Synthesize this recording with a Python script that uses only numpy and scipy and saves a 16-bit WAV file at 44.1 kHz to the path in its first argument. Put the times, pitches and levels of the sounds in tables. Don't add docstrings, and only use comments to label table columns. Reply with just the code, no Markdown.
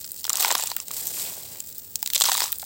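import sys
import numpy as np
from scipy import signal
from scipy.fft import rfft, irfft, next_fast_len
from scipy.io import wavfile
from scipy.ndimage import uniform_filter1d, minimum_filter1d, map_coordinates

SR = 44100
rng = np.random.default_rng(int(sys.argv[2]) if len(sys.argv) > 2 else 0)


def persist_wave(psi):
    counts = np.round(np.clip(psi, -1, 1) * 32767).astype(np.int16)
    wavfile.write(sys.argv[1], SR, np.atleast_2d(counts).T)


N = 116865

TOP_HZ = 15900
LEVEL_WINDOW_S = 0.004
ATTACK_S = 0.00046
TICK_T60_S, CLACK_T60_S = 0.0039, 0.0083
CHATTER_DB, CHATTER_T60_S = -21.5, 0.019
STONE_SPREAD_DB = 3.5
PITCH_RANGE_OCT = 0.46
CLUMP_DB, CLUMP_KNOTS_PER_S = 1.5, 90
FADE_20DB_S = 0.059

# freq_hz, relative_density_db
CLACK_COLOUR = [(100, -55), (400, -25.5), (1200, -8.5), (1700, -8.5), (2200, -2.5), (2700, -2.5),
                (3600, 4.5), (4400, 3), (5200, 3), (6500, -1.5), (10000, -14)]
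# freq_hz, relative_density_db
BED_COLOUR = [(40, -58), (100, -32), (200, -26.5), (400, -11), (560, -11), (740, -2.5), (980, 7.5),
              (1250, -4.5), (1550, -5.5), (2000, -5.5), (4000, -13.5), (12000, -23.5)]
# freq_hz, relative_density_db
RAKED_GRIT_COLOUR = [(100, -27), (1000, -18.5), (3000, -10), (4500, -1), (6200, -2), (7900, 5.5),
                     (10000, -4), (12500, 1.5), (15500, 3.5)]


def amp(db):
    return 10 ** (np.asarray(db) / 20)


def unit(x):
    return x / np.sqrt(np.mean(x ** 2) + 1e-20)


def wobble(knots_per_s):
    knots = rng.standard_normal(int(N * knots_per_s / SR) + 4)
    return map_coordinates(knots, [np.arange(N) * knots_per_s / SR])


def response(colour, size=2048):
    hz, db = np.transpose(colour)
    freq_hz = np.fft.rfftfreq(size, 1 / SR)
    closing_db = np.interp(freq_hz, [TOP_HZ, TOP_HZ + 1500], [0, -30])
    colour_db = np.interp(np.log(freq_hz + 1), np.log(hz), db)
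    cepstrum = irfft(np.log(amp(colour_db + closing_db)))
    cepstrum[1:size // 2] *= 2
    cepstrum[size // 2 + 1:] = 0
    return irfft(np.exp(rfft(cepstrum)))[:size // 2]


def coloured(x, colour):
    return unit(signal.fftconvolve(x, response(colour))[:len(x)])


def levels(rows):
    t = np.arange(N) / SR
    time_s, *columns_db = np.transpose(rows)
    outside_s = np.maximum(time_s[0] - t, 0) + np.maximum(t - time_s[-1], 0)
    fade_db = -20 * outside_s / FADE_20DB_S
    return [amp(np.interp(t, time_s, db) + fade_db) for db in columns_db]


def burst(t60_s, size=1800):
    t = np.arange(size) / SR
    jolt = amp(-60 * t / t60_s)
    chatter = amp(CHATTER_DB - 60 * t / CHATTER_T60_S)
    rise = 1 - np.exp(-t / ATTACK_S)
    return rng.standard_normal(size) * (jolt + chatter) * rise


def grains(colour, per_s, spread_db, t60_s, range_oct=0, count=16):
    out = np.zeros(N)
    for shift in np.linspace(-1, 1, count):
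        falls = rng.random(N) < per_s / SR / count
        sizes = amp(spread_db * np.clip(rng.standard_normal(N), -2, 1.5))
        shifted = np.array(colour) * [2 ** (range_oct * shift), 1]
        contact = coloured(burst(t60_s), shifted)
        out += signal.fftconvolve(falls * sizes, contact)[:N]
    return unit(out)


def clumps():
    return amp(CLUMP_DB * wobble(CLUMP_KNOTS_PER_S))


def add_at(out, start_s, db, hit):
    gain = amp(db) * np.sqrt(LEVEL_WINDOW_S * SR / len(hit))
    out[round(start_s * SR):][:len(hit)] += gain * hit


def add_impact(out, start_s, db, colour, push):
    hz, colour_db = np.transpose(colour)
    uneven_db = colour_db + STONE_SPREAD_DB * rng.standard_normal(len(hz))
    add_at(out, start_s, db, coloured(push, np.transpose([hz, uneven_db])))


def air():
    # freq_hz, relative_density_db
    air_colour = [(30, -43), (55, -10), (82, 4.5), (115, -4), (200, -2.5), (320, -9), (480, -7.5),
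                  (1100, -20), (2400, -20.5), (6000, -15.5), (7800, -6.5), (10000, -18.5), (12500, -18),
                  (15500, 5)]
    level_db = -43.5 + 0.22 * wobble(8.1)
    return amp(level_db) * coloured(rng.standard_normal(N), air_colour)


def handful():
    # time_s, level_db
    crackle_rows = [(0, -40.5), (.2, -38.5), (.3, -44.5), (1.5, -46.5), (1.62, -41.5), (1.88, -45.5),
                    (2.0, -45), (2.65, -39)]
    level, = levels(crackle_rows)
    return level * grains(RAKED_GRIT_COLOUR, per_s=280, spread_db=3.5, t60_s=0.0015)


def pebbles():
    # freq_hz, relative_density_db
    tick_colour = [(150, -81), (1000, -41), (2500, -44), (4000, -9.5), (6000, -3), (7500, 5), (8500, 1),
                   (10000, -5.5), (12500, -6), (15500, -1.5)]
    # start_s, tick_db, clack_db (before trim), tick_top_db (more for small stones)
    click_rows = [(0.0438, -36, -33, -13), (0.118, -26, -59, 21.5), (0.2421, -31, -26, 6),
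                  (0.2517, -29.5, -26.5, 6), (0.2672, -27, -30.5, 16), (0.295, -15.5, -30, -11),
                  (0.2958, -22, -32, 4), (0.3023, -22, -35, 1), (0.3308, -16.5, -25.5, 5),
                  (0.3554, -20.5, -27.5, 0), (0.3705, -21.5, -27.5, 10), (0.4035, -20.5, -31, 18),
                  (0.4074, -17.5, -32, 10), (0.4268, -19.5, -25, 12), (0.4337, -30, -27, 6),
                  (0.447, -22.5, -21.5, 5), (0.4804, -22, -38, 21), (0.506, -29, -28, -4),
                  (0.5123, -19, -23, -13), (0.5237, -19, -30, -4), (0.5514, -20, -20.5, -3),
                  (0.58, -22.5, -38, -3), (0.5974, -24, -39, -13), (0.6244, -24, -30, -1),
                  (0.6367, -23, -34, -7), (0.66, -26, -44, 18), (0.6721, -22, -29.5, -8),
                  (0.7008, -29, -33, 10), (0.7154, -30.5, -34, 0), (0.7652, -18, -32, 20),
                  (0.8007, -26.5, -35.5, -1), (0.8825, -27.5, -41, 4), (0.9135, -25.5, -40.5, 0.5),
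                  (1.07, -21, -54, 13), (1.0767, -27, -53, 9), (1.6033, -24.5, -39.5, -2),
                  (1.7824, -27, -65, 22), (1.9564, -18, -35, -5), (2.0281, -18, -28.5, 14.5),
                  (2.0604, -23, -25.5, 4), (2.0744, -23, -27.5, 6), (2.1017, -27, -28, 3),
                  (2.1341, -17.5, -23.5, 0), (2.1477, -17.5, -24.5, 4), (2.152, -24, -21.5, -4),
                  (2.1566, -16.5, -24.5, -8), (2.1609, -23, -18, -5), (2.1786, -23, -27, 12),
                  (2.2018, -18, -32, 4), (2.2096, -17, -26, 0), (2.2177, -20, -15.5, -8),
                  (2.221, -15, -18, -6), (2.2383, -19.5, -21, -1), (2.2419, -29, -20.5, -7),
                  (2.2547, -23, -17, 5), (2.26, -24, -22, 6), (2.2814, -25, -24, -12),
                  (2.288, -24, -25, -17), (2.3177, -19, -22.5, -39), (2.343, -23.5, -37, 2),
                  (2.3776, -21, -29, -4), (2.4043, -22, -19, -14), (2.4198, -42, -22, 2),
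                  (2.4275, -31, -29, 0), (2.4399, -22.5, -27, -19), (2.52, -20, -35, 20),
                  (2.527, -17.5, -28.5, 20), (2.5843, -27, -59, 20), (2.598, -31.5, -38.5, -4)]
    tick_trim_db, clack_trim_db = -1, -0.5
    out = np.zeros(N + SR)
    for start_s, tick_db, clack_db, top_db in click_rows:
        tick = [(hz, db + top_db * np.interp(hz, [7500, 14000], [0, 1])) for hz, db in tick_colour]
        add_impact(out, start_s, tick_db + tick_trim_db, tick, burst(TICK_T60_S))
        add_impact(out, start_s, clack_db + clack_trim_db, CLACK_COLOUR, burst(CLACK_T60_S))
    return out[:N]


def pour(rows):
    # freq_hz, relative_density_db
    grit_colour = [(100, -49), (700, -16), (2000, -10), (3700, 1), (6000, -0.5), (7800, 5.5), (10000, -3.5),
                   (12500, -2.5), (15500, 6)]
    treble, middle = levels(rows)
    grit = grains(grit_colour, per_s=1000, spread_db=5.5, t60_s=0.0051)
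    stones = grains(CLACK_COLOUR, per_s=170, spread_db=2.5, t60_s=TICK_T60_S, range_oct=PITCH_RANGE_OCT)
    crumbs = grains(BED_COLOUR, per_s=450, spread_db=5.0, t60_s=0.0051, range_oct=PITCH_RANGE_OCT)
    patter = treble * (amp(-2.5) * grit + amp(-9.5) * stones)
    drumming = amp(-1) * middle * crumbs
    return clumps() * (patter + drumming)


def knocks():
    # start_s, level_db (before trim), pitch_hz
    knock_rows = [(0.2519, -32, 1170), (0.2794, -35, 1260), (0.3016, -26, 1270), (0.4345, -27.5, 1020),
                  (0.4475, -16, 950), (0.466, -30, 890), (0.4797, -32, 1050), (0.5055, -19, 1010),
                  (0.5127, -29, 636), (0.516, -21.5, 920), (0.523, -31.5, 450), (0.551, -26, 756),
                  (0.5535, -19.5, 1050), (0.5965, -29.5, 980), (0.6371, -32, 910), (0.7165, -28.5, 1000),
                  (0.768, -32.5, 1850), (0.9087, -35.5, 1090), (2.0288, -33, 870), (2.1607, -36, 593),
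                  (2.2097, -25.5, 1140), (2.2185, -26, 1006), (2.2425, -27, 1400), (2.2539, -30, 1130),
                  (2.2646, -29, 1130), (2.2867, -21, 970), (2.2943, -21, 1050), (2.3173, -24, 1510),
                  (2.3184, -26, 780), (2.3515, -25.5, 1180), (2.3793, -28.5, 980), (2.4044, -27, 960),
                  (2.4195, -24, 1000), (2.4396, -29.5, 900), (2.529, -38.5, 1600), (2.6277, -38, 1440),
                  (2.6295, -35.5, 810)]
    trim_db, t60_s = -0.5, 0.0079
    bed_hz = 993
    roughness = 0.45
    out = np.zeros(N + SR)
    for start_s, db, pitch_hz in knock_rows:
        rattle = burst(t60_s)
        blow = signal.unit_impulse(len(rattle))
        push = blow + roughness * rattle / np.linalg.norm(rattle)
        add_impact(out, start_s, db + trim_db, np.array(BED_COLOUR) * [pitch_hz / bed_hz, 1], push)
    return out[:N]


def clinks(size=1800):
    # start_s, level_db, pitch_hz
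    clink_rows = [(0.448, -20, 2380), (0.7162, -29.5, 4300), (0.8018, -33, 5570), (2.0278, -32.5, 3610),
                  (2.2096, -24, 3140), (2.255, -23, 4060), (2.351, -26, 3830)]
    t60_s = 0.0061
    t = np.arange(size) / SR
    envelope = amp(-60 * t / t60_s) * (1 - np.exp(-t / ATTACK_S))
    out = np.zeros(N + SR)
    for start_s, db, pitch_hz in clink_rows:
        ring = np.sin(2 * np.pi * pitch_hz * t) * envelope
        add_at(out, start_s, db, unit(ring))
    return out[:N]


def scoop():
    # time_s, treble_db, middle_db
    scoop_rows = [(.9, -53, -54), (.925, -32.5, -49.5), (1.0, -30, -50), (1.12, -32.5, -50.5),
                  (1.18, -29, -43.5), (1.29, -32, -45.5), (1.36, -37, -49.5), (1.44, -39, -55.5),
                  (1.58, -48, -53)]
    # freq_hz, relative_density_db
    soil_colour = [(100, -10), (400, -2.5), (700, 0.5), (1300, -3.5), (2100, -2.5), (3500, -7.5),
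                   (7000, -17.5)]
    # freq_hz, relative_density_db
    rub_colour = [(40, -23), (130, 0), (700, -7), (1200, -27)]
    rub_db = -55
    treble, middle = levels(scoop_rows)
    contact, = levels([(scoop_rows[0][0], rub_db), (scoop_rows[-1][0], rub_db)])
    grit = grains(RAKED_GRIT_COLOUR, per_s=3300, spread_db=6.5, t60_s=0.002)
    trickle = grains(CLACK_COLOUR, per_s=260, spread_db=7.5, t60_s=CLACK_T60_S)
    soil = grains(soil_colour, per_s=800, spread_db=6.5, t60_s=0.0065)
    crunch = clumps() * (amp(-1.8) * treble * grit + amp(0.5) * middle * trickle)
    scrape = amp(-0.5) * middle * soil
    rub = contact * coloured(rng.standard_normal(N), rub_colour)
    return crunch + scrape + rub


def ground(x, size=6000):
    t60_s = 0.035
    tail = rng.standard_normal(size) * amp(-60 * np.arange(size) / SR / t60_s)
    return signal.fftconvolve(x, tail / np.linalg.norm(tail))[:N]


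def scene():
    # time_s, treble_db, middle_db
    first_pour_rows = [(.23, -58, -78), (.33, -37.5, -41.5), (.41, -22.5, -37), (.5, -27, -34),
                       (.57, -28.5, -35), (.73, -38.5, -51), (.82, -48, -56)]
    # time_s, treble_db, middle_db
    second_pour_rows = [(2.11, -46, -62), (2.2, -32, -58), (2.28, -23, -38.5), (2.37, -25, -39.5),
                        (2.47, -30.5, -41.5), (2.56, -49, -62)]
    impacts = pebbles() + knocks() + clinks()
    streams = pour(first_pour_rows) + pour(second_pour_rows)
    gravel = handful() + impacts + streams + scoop()
    scatter_db = -14
    mono = air() + gravel + amp(scatter_db) * ground(gravel)
    return np.array([mono, mono])


def record(dry, size=65):
    ceiling = 0.9
    needed_gain = ceiling / np.maximum(np.abs(dry), ceiling)
    gain = uniform_filter1d(minimum_filter1d(needed_gain, size), size)
    m = next_fast_len(N + SR // 2)
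    passband = np.fft.rfftfreq(m, 1 / SR) < TOP_HZ
    return irfft(rfft(dry * gain, m) * passband, m)[:, :N]


dry = scene()
out = record(dry)
persist_wave(out)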